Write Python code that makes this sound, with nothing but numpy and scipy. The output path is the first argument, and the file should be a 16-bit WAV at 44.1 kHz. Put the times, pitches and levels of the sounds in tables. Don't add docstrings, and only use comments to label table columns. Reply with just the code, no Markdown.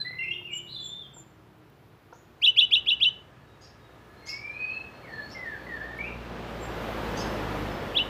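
import sys
import numpy as np
from scipy import signal
from scipy.fft import rfft, irfft, next_fast_len
from scipy.io import wavfile
from scipy.ndimage import uniform_filter1d, map_coordinates

SR = 44100
rng = np.random.default_rng(int(sys.argv[2]) if len(sys.argv) > 2 else 0)


def file_out(sig):
    cols = np.atleast_2d(sig).T
    lim = np.clip(cols, -1, 1)
    pcm = np.round(lim * 32767).astype(np.int16)
    wavfile.write(sys.argv[1], SR, pcm)


def voltage_ratio(decibels):
    exponent = np.asarray(decibels, float) / 20
    return 10 ** exponent


N = 356769
TIME = np.arange(N) / SR

SONG_OVERTONES = [3.5, -33, -50, -45]


def unit(x):
    return x / np.sqrt(np.mean(x ** 2) + 1e-20)


def along(points, hz):
    f, v = np.transpose(points)
    return np.interp(np.log(hz + 1), np.log(f + 1), v)


def wobble(rate, count=N):
    knots = rng.standard_normal(int(count * rate / SR) + 4)
    return map_coordinates(knots, [np.arange(count) * rate / SR])


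def filtered(x, response):
    m = next_fast_len(N + SR // 2)
    return irfft(rfft(x, m) * response(np.fft.rfftfreq(m, 1 / SR)), m)[:N]


def rush(spectrum, patchy_db):
    z = signal.stft(rng.standard_normal(N), nperseg=512)[2]
    over_frequency = uniform_filter1d(rng.standard_normal(z.shape), size=6, axis=0)
    field = uniform_filter1d(over_frequency, size=14, axis=1)
    patchy = signal.istft(z * voltage_ratio(patchy_db * unit(field)), nperseg=512)[1][:N]
    return unit(filtered(patchy, lambda hz: voltage_ratio(along(spectrum, hz))))


def add(track, rows, overtones_db, jitter, shimmer_db, fade):
    s, hz, db = np.transpose(rows)
    at = np.arange(max(round(s[0] * SR), 0), min(round(s[-1] * SR), N))
    t = at / SR
    pitch = np.interp(t, s, hz) * (1 + jitter * wobble(150.7, count=len(t)))
    phase = 2 * np.pi * np.cumsum(pitch) / SR
    edge = np.clip(np.minimum(t - s[0], s[-1] - t) / fade, 0, 1)
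    tone = sum(voltage_ratio(level) * np.sin(k * phase) * (k * pitch < SR / 2)
               for k, level in enumerate(overtones_db, start=1))
    level_db = np.interp(t, s, db) + shimmer_db * wobble(120, count=len(t))
    track[at] += edge * voltage_ratio(level_db) * tone


def shop(x, liveness=1):
    # (frequency [Hz], time to fall 60 dB [s])
    decay_times = [(500, 0.29), (3000, 0.47), (8000, 0.35), (15000, .2)]
    hz, t, z = signal.stft(rng.standard_normal(SR * 3 // 4), SR, nperseg=256)
    decay_db = -60 * t / (liveness * along(decay_times, hz)[:, None])
    tail = signal.istft(z * voltage_ratio(decay_db), SR, nperseg=256)[1]
    delayed = np.pad(x, (round(.006 * SR), 0))
    return signal.fftconvolve(delayed, tail / np.linalg.norm(tail))[:N]


def orders(rate_hz, levels, flutter_db):
    turn = 2 * np.pi * np.cumsum(rate_hz * (1 + 0.0027 * wobble(2.7))) / SR
    return unit(sum(voltage_ratio(db + flutter_db * wobble(4.6)) * np.sin(k * turn + 0.44 * wobble(3.7))
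                    for k, db in levels))


def street():
    # (time [s], firing rate [Hz], engine load [dB], nearness [dB])
    approach = [(0, 58.68, -72, -56), (1.1, 58.93, -64, -56), (1.9, 60.15, -72, -57),
                (2.85, 60.03, -59, -53.5), (3.6, 61, -64.5, -55), (4.4, 61.46, -61, -52),
                (5, 61.02, -63, -49), (5.6, 60.08, -52.5, -46), (6.2, 59.56, -42.5, -43.5),
                (6.85, 55.35, -42.5, -35.5), (7.299, 52.27, -37, -33.5), (7.7, 49.54, -36, -35.5),
                (7.9, 48, -46, -37.5), (8.09, 48.8, -45, -39)]
    firing_orders = [0.5, -5.5, -8.5, -8.5, -18.5, -11.5, -21, -21]
    # (time [s], shaft rate [Hz], level [dB])
    departure = [
        (0, 33.2, -56.5),
        (.6, 33.77, -56),
        (1.5, 35.2, -60.5),
        (1.9, 35.4, -63.5),
    ]
    # (multiple of the shaft rate, level [dB])
    departing_orders = [(2, -11), (4, -1.5), (5, -3), (6, -10), (7, -15.5)]
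    # (time [s], pitch [Hz], level [dB])
    gear_whine = [(.15, 365.4, -67), (.35, 356.3, -55), (.65, 348.2, -61), (1, 338.7, -71),
                  (1.3, 314.3, -63.5), (1.701, 308, -65)]
    # (frequency [Hz], density [dB per Hz])
    near_road = [(18, -33), (30, -11), (54, -2.5), (152, -5), (217, -2.5), (263, -5), (434, -3.5),
                 (513, -3.5), (1400, -11.5), (1690, -13), (2050, -16), (3230, -20.5), (9000, -42.5),
                 (11700, -65), (19800, -120)]
    far_street = [(15, -65), (25, -45), (75, -5.5), (117, 1.5), (240, -16.5), (308, -8), (404, -10),
                  (436, -8), (493, -29.5), (602, -18), (1090, -18.5), (1270, -19.5), (2140, -25.5),
                  (3520, -30.5), (9500, -45.5), (12400, -85.5), (20900, -120)]
    tyre_hiss = [(4710, -38.5), (8000, -53), (9620, -6), (10400, 9), (11400, 9), (14900, 8.5), (15600, 9)]

    s, *columns = np.transpose(approach)
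    firing_hz, drone_db, wash_db = [np.interp(TIME, s, c) for c in columns]
    drone = orders(firing_hz, enumerate(firing_orders, start=1), flutter_db=1.2)

    s, shaft_hz, db = np.transpose(departure)
    going = voltage_ratio(np.interp(TIME, s, db, right=-120))
    leaving = going * orders(np.interp(TIME, s, shaft_hz), departing_orders, flutter_db=2.5)

    near = np.clip((wash_db + 60.5) / 16, 0, 1)
    road = np.sqrt(near) * rush(near_road, patchy_db=0.5)
    road += np.sqrt(1 - near) * rush(far_street, patchy_db=1.0)
    road_db = wash_db + 1.5 + 0.27 * wobble(7.6)

    whine = np.zeros(N)
    add(whine, gear_whine, [3], jitter=0.0078, shimmer_db=-2.5, fade=0.017)

    closest_db = -33.5
    nearing_hiss = voltage_ratio(-61 + 0.85 * (wash_db - closest_db))
    tyres = np.hypot(nearing_hiss, going * voltage_ratio(-18.5))
    hiss = tyres * voltage_ratio(2.5 + 1.2 * wobble(1.9)) * rush(tyre_hiss, patchy_db=1.5)
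    return voltage_ratio(drone_db + 2.0) * drone + leaving + voltage_ratio(road_db) * road + hiss + whine


def whirr():
    # (frequency [Hz], width [Hz], level [dB])
    tread_bands = [(396.4, 18, -8.5), (940, 65, -5.5), (1246, 60, -1), (1694, 64, -0.5)]
    # (time [s], level [dB])
    course = [
        (2.6, -68),
        (3.5, -65.5),
        (4.5, -58),
        (5.4, -60.5),
        (6, -82.5),
    ]
    bands = lambda f: sum(voltage_ratio(db) * 1j * f * w / (c * c - f * f + 1j * f * w) for c, w, db in tread_bands)
    level_db = np.interp(TIME, *np.transpose(course), left=-120, right=-120)
    return voltage_ratio(level_db) * unit(filtered(rng.standard_normal(N), bands))


def ticks():
    # (time [s], peak level [dB])
    snaps = [(1.585, -66), (1.7, -63.5), (2.157, -68.5), (5.982, -55.5)]
    out = np.zeros(N)
    t = np.arange(SR // 50) / SR
    for s, db in snaps:
        bright = np.diff(rng.standard_normal(len(t) + 2), n=2)
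        out[round(s * SR):][:len(t)] += voltage_ratio(db - 60 * t / .008) * bright
    return out


def perch():
    # (time [s], peak level [dB], middle mode [dB])
    knocks = [(0.105, -39, -13), (0.413, -45.5, 7), (1.165, -39.5, 3), (1.934, -47.5, -18),
              (2.126, -32, 1.5), (3.892, -41.5, -9)]
    # (frequency [Hz], width [Hz], level [dB])
    rod_modes = [(504, 50, -3), (700, 96, 1), (935, 51, -2.5), (1390, 76, -1.5)]
    out = np.zeros(N)
    t = np.arange(SR // 8) / SR
    for s, db, middle_db in knocks:
        ring = np.zeros(len(t))
        for hz, width, level in rod_modes:
            mode_db = level + (middle_db if 800 < hz < 1100 else 0)
            ring += voltage_ratio(mode_db) * np.exp(-np.pi * width * t) * np.sin(2 * np.pi * hz * t)
        soft_contact = 1 - np.exp(-t / 0.00091)
        out[round(s * SR):][:len(t)] += voltage_ratio(db - 5) * ring * soft_contact
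    return out + voltage_ratio(-9) * shop(out)


def glides(calls, attack, release, onset_db, end_db, bend, linger=0):
    u = np.linspace(0, 1, num=17)
    shape_db = onset_db * np.clip(1 - u / attack, 0, 1) + end_db * np.clip(1 - (1 - u) / release, 0, 1)
    slide = u ** bend + linger * np.sin(2 * np.pi * u) / (2 * np.pi)
    return [np.transpose([s + length * u, a + (b - a) * slide, db + shape_db]) for s, length, a, b, db in calls]


def far_bird(notes, overtones_db, jitter, direct_db, echo_db, hoarse=0):
    out = np.zeros(N)
    for rows in notes:
        note = np.zeros(N)
        add(note, rows, overtones_db, jitter, shimmer_db=3.5, fade=0.0035)
        beaten = note * voltage_ratio(2.6 * wobble(32))
        beaten *= np.linalg.norm(note) / np.linalg.norm(beaten)
        note = beaten * (1 + hoarse * wobble(1300))
        out += voltage_ratio(direct_db) * note + voltage_ratio(echo_db) * shop(note)
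    return out


def faint_whistles():
    # (time [s], length [s], from [Hz], to [Hz], level [dB])
    whistles = [(3.44, 0.13, 3820, 3790, -75), (3.81, 0.1, 3800, 3750, -70),
                (4.1, 0.057, 4080, 4180, -73.5), (4.17, 0.15, 4200, 4250, -62),
                (4.5, .09, 4060, 4200, -63.5), (4.59, .09, 4280, 4560, -60),
                (4.69, 0.097, 4330, 4240, -53.5), (4.87, 0.197, 4250, 4310, -67.5),
                (5.08, .12, 4420, 4185, -57.5), (5.2, 0.12, 4230, 4530, -54.5),
                (5.45, .45, 4400, 4380, -67)]
    sweeps = [(2.118, 0.023, 3600, 6800, -62.5), (2.148, .05, 6800, 6950, -68),
              (7.708, .045, 5250, 5170, -59)]
    notes = glides(whistles + sweeps, .3, 0.15, onset_db=-3.5, end_db=-8, bend=.9)
    return far_bird(notes, [0], jitter=0.011, direct_db=-0.5, echo_db=0, hoarse=.15)


def seeps():
    # (time [s], length [s], from [Hz], to [Hz], level [dB])
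    thin_calls = [(.512, 0.1, 7520, 7120, -45), (.8, 0.12, 7520, 7070, -48),
                  (1.135, 0.098, 7550, 7030, -50), (6.6, .085, 7580, 7240, -52)]
    notes = glides(thin_calls, .35, .3, onset_db=-14, end_db=-12, bend=1.0, linger=.8)
    return far_bird(notes, [0, -24], jitter=0.0087, direct_db=1.0, echo_db=-12.0)


def buzz():
    # (time [s], length [s], from [Hz], to [Hz], level [dB])
    buzzy_calls = [
        (.665, .055, 3500, 4310, -49),
        (.71, .06, 4210, 3700, -43),
    ]
    notes = glides(buzzy_calls, .45, 0.22, onset_db=-12.5, end_db=-4, bend=.95)
    return far_bird(notes, SONG_OVERTONES, jitter=.028, direct_db=-1.0, echo_db=2.5, hoarse=.24)


def low_whistles():
    # (time [s], length [s], from [Hz], to [Hz], level [dB])
    low_calls = [(5.03, 0.078, 2410, 1840, -50.5), (5.075, 0.18, 1870, 1672, -42),
                 (5.345, .1, 2124, 1985, -40), (5.42, 0.14, 2030, 1614, -36),
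                 (5.665, 0.16, 2022, 1626, -39.5), (5.78, 0.075, 1643, 1817, -36),
                 (5.85, 0.11, 1780, 1823, -39)]
    notes = glides(low_calls, 0.33, .25, onset_db=-8.5, end_db=-7, bend=.75)
    return far_bird(notes, [0, -30], jitter=0.012, direct_db=-0.5, echo_db=-1.5, hoarse=0.047)


def song():
    # (time [s], length [s], from [Hz], to [Hz], level [dB])
    whistles = [(0, 0.026, 4100, 4040, -33), (.03, .1, 4020, 4083, -50), (0, 0.029, 1674, 1676, -48.5),
                (.045, 0.1, 1960, 2080, -41), (.12, 0.19, 2000, 2161, -41.5),
                (.185, 0.098, 2803, 2610, -39.5), (.275, 0.082, 2642, 2960, -39),
                (.31, 0.051, 3210, 3140, -43.5), (.43, 0.062, 2760, 2860, -42),
                (.515, 0.059, 2830, 2900, -37.5), (.575, 0.078, 3070, 2820, -49.5),
                (.745, 0.17, 3547, 3416, -43.5), (.89, 0.138, 3548, 3607, -43),
                (5.986, 0.056, 2200, 2417, -36), (6.035, 0.051, 2430, 2830, -39),
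                (6.06, 0.044, 2380, 2365, -48)]
    slurs = [(.235, 0.053, 2193, 2900, -46), (.325, 0.029, 3150, 3600, -53.5),
             (.472, 0.057, 2830, 2240, -47.5), (.575, .02, 3050, 3670, -63), (1.02, .05, 3540, 3110, -50)]
    rising = [
        (4.21, .06, 2250, 2070, -61),
        (4.27, .14, 2130, 2280, -45.5),
        (4.41, 0.131, 2303, 2404, -45),
        (4.54, .29, 2448, 2637, -41),
    ]
    notes = glides(whistles, 0.13, 0.35, onset_db=-7.5, end_db=-15, bend=0.902)
    notes += glides(slurs, .2, .3, onset_db=7, end_db=-3, bend=0.55)
    out = far_bird(notes, SONG_OVERTONES, jitter=0.0072, direct_db=0.5, echo_db=-2.0, hoarse=0.068)
    notes = glides(rising, 0.29, 0.29, onset_db=-9, end_db=-9.5, bend=.85)
    return out + far_bird(notes, [3.5, -44], jitter=0.0049, direct_db=1.2, echo_db=0.3, hoarse=0.055)


def chips():
    # (time [s], hold [s], top pitch [Hz], level [dB], hoarseness [0-1])
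    upsweeps = [
        (3.607, 0.0063, 2771, -58.5, .91),
        (4.256, 0.015, 2731, -44, 0.6),
        (5.281, .007, 2852, -56.5, 0.9),
        (7.16, .026, 2630, -44.5, 0.7),
    ]
    # (frequency [Hz], gain [dB])
    throat = [(1500, -31), (2700, -10), (3400, -18), (4400, 3), (5400, 6), (7000, -5.5), (8200, -18),
              (11000, -22), (15000, -18)]
    calls = np.zeros(N)
    rise = .045
    partials_db = [4.0, -0.5, -10.5, -5, -7, -8, -8.5]
    for s, hold, top_hz, db, hoarse in upsweeps:
        rows = [(s, .55 * top_hz, db - 3.5), (s + 0.52 * rise, 0.64 * top_hz, db + .4),
                (s + 0.73 * rise, .9 * top_hz, db - 2.5), (s + rise, top_hz, db - 1)]
        clear_db = db + 16 - 22 * hoarse
        top = [(s + .85 * rise, .94 * top_hz, clear_db - 6), (s + rise, top_hz, clear_db),
               (s + rise + hold, top_hz, clear_db - 3.5)]
        calls += far_bird([rows], partials_db, jitter=0.016, direct_db=1.0, echo_db=4.0, hoarse=hoarse)
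        calls += far_bird([top], partials_db, jitter=.008, direct_db=0.8, echo_db=-2.5, hoarse=.3 * hoarse)
    return filtered(calls, lambda f: voltage_ratio(along(throat, f)))


def trill():
    # (time [s], pitch [Hz], level shape [dB])
    note_shape = [(-.0421, 1986, -17.5), (-.0351, 2393, -4), (-.0191, 3153, -4), (-.0061, 3531, 1),
                  (.0011, 3993, -8.5), (0.011, 2605, 2.4), (0.0262, 2975, 1), (.0501, 3010, -2.5),
                  (0.0536, 2991, -34.5)]
    effort_times = [
        -.02,
        -.003,
        .015,
        .042,
    ]
    # (time of the highest point [s], effort in rise [dB], at top [dB], early in hold [dB], late in hold [dB])
    trill_notes = [(2.4553, -13, -11.5, -12.5, -11.5), (2.6016, -9.5, -9.5, -14.5, -12.2),
                   (2.7481, -12.2, -9, -14.5, -23.5), (2.8984, -16.5, -15.5, -13.2, -22),
                   (3.04, -14.2, -12.5, -14.5, -13.5), (7.98, -21.5, -13.5, -17, -23)]
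    overtones = [-1.5, -36, -41.5, -56.5, -56, -61.5]
    beak_facing = [2.5, 0.5, 0.6, -1, 0, -4.5]
    # (frequency [Hz], gain [dB])
    tract = [(1800, -23), (2300, -17.5), (2800, -2), (3700, 2), (4100, 2), (4500, 10), (5500, -3),
             (8000, -11.5), (11500, 4), (15000, 1.5)]
    # (delay [s], level [dB])
    reflections = [(.0021, -16), (.0047, -16), (.0135, -17), (.021, -21)]

    out = np.zeros(N)
    s, hz, shape_db = np.transpose(note_shape)
    for (top, *effort_db), facing_db in zip(trill_notes, beak_facing):
        note = np.zeros(N)
        partials_db = overtones[:1] + [db + facing_db for db in overtones[1:]]
        level_db = shape_db + np.interp(s, effort_times, effort_db)
        add(note, np.transpose([top + s, hz, level_db]), partials_db, jitter=0.005, shimmer_db=0.75, fade=0.0016)
        out += note + voltage_ratio(-17.5 - .6 * facing_db) * shop(note, liveness=0.69)
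    walls = lambda f: 1 + sum(voltage_ratio(db) * np.exp(-2j * np.pi * f * lag) for lag, db in reflections)
    return filtered(out, lambda f: voltage_ratio(along(tract, f)) * walls(f))


def scene():
    outside = street() + whirr()
    fittings = ticks() + perch()
    far_birds = faint_whistles() + seeps() + buzz() + low_whistles() + song() + chips()
    return (outside + fittings + far_birds + trill())[None]


def low_pass(x):
    return signal.sosfilt(signal.butter(12, 16640, fs=SR, output="sos"), x)


def record(dry):
    band = lambda hz: (hz < 15500) * hz ** 2 / (hz ** 2 + 38 ** 2)
    mix = filtered(dry[0], band)[None]
    return low_pass(mix)


dry = scene()
out = record(dry)
file_out(out)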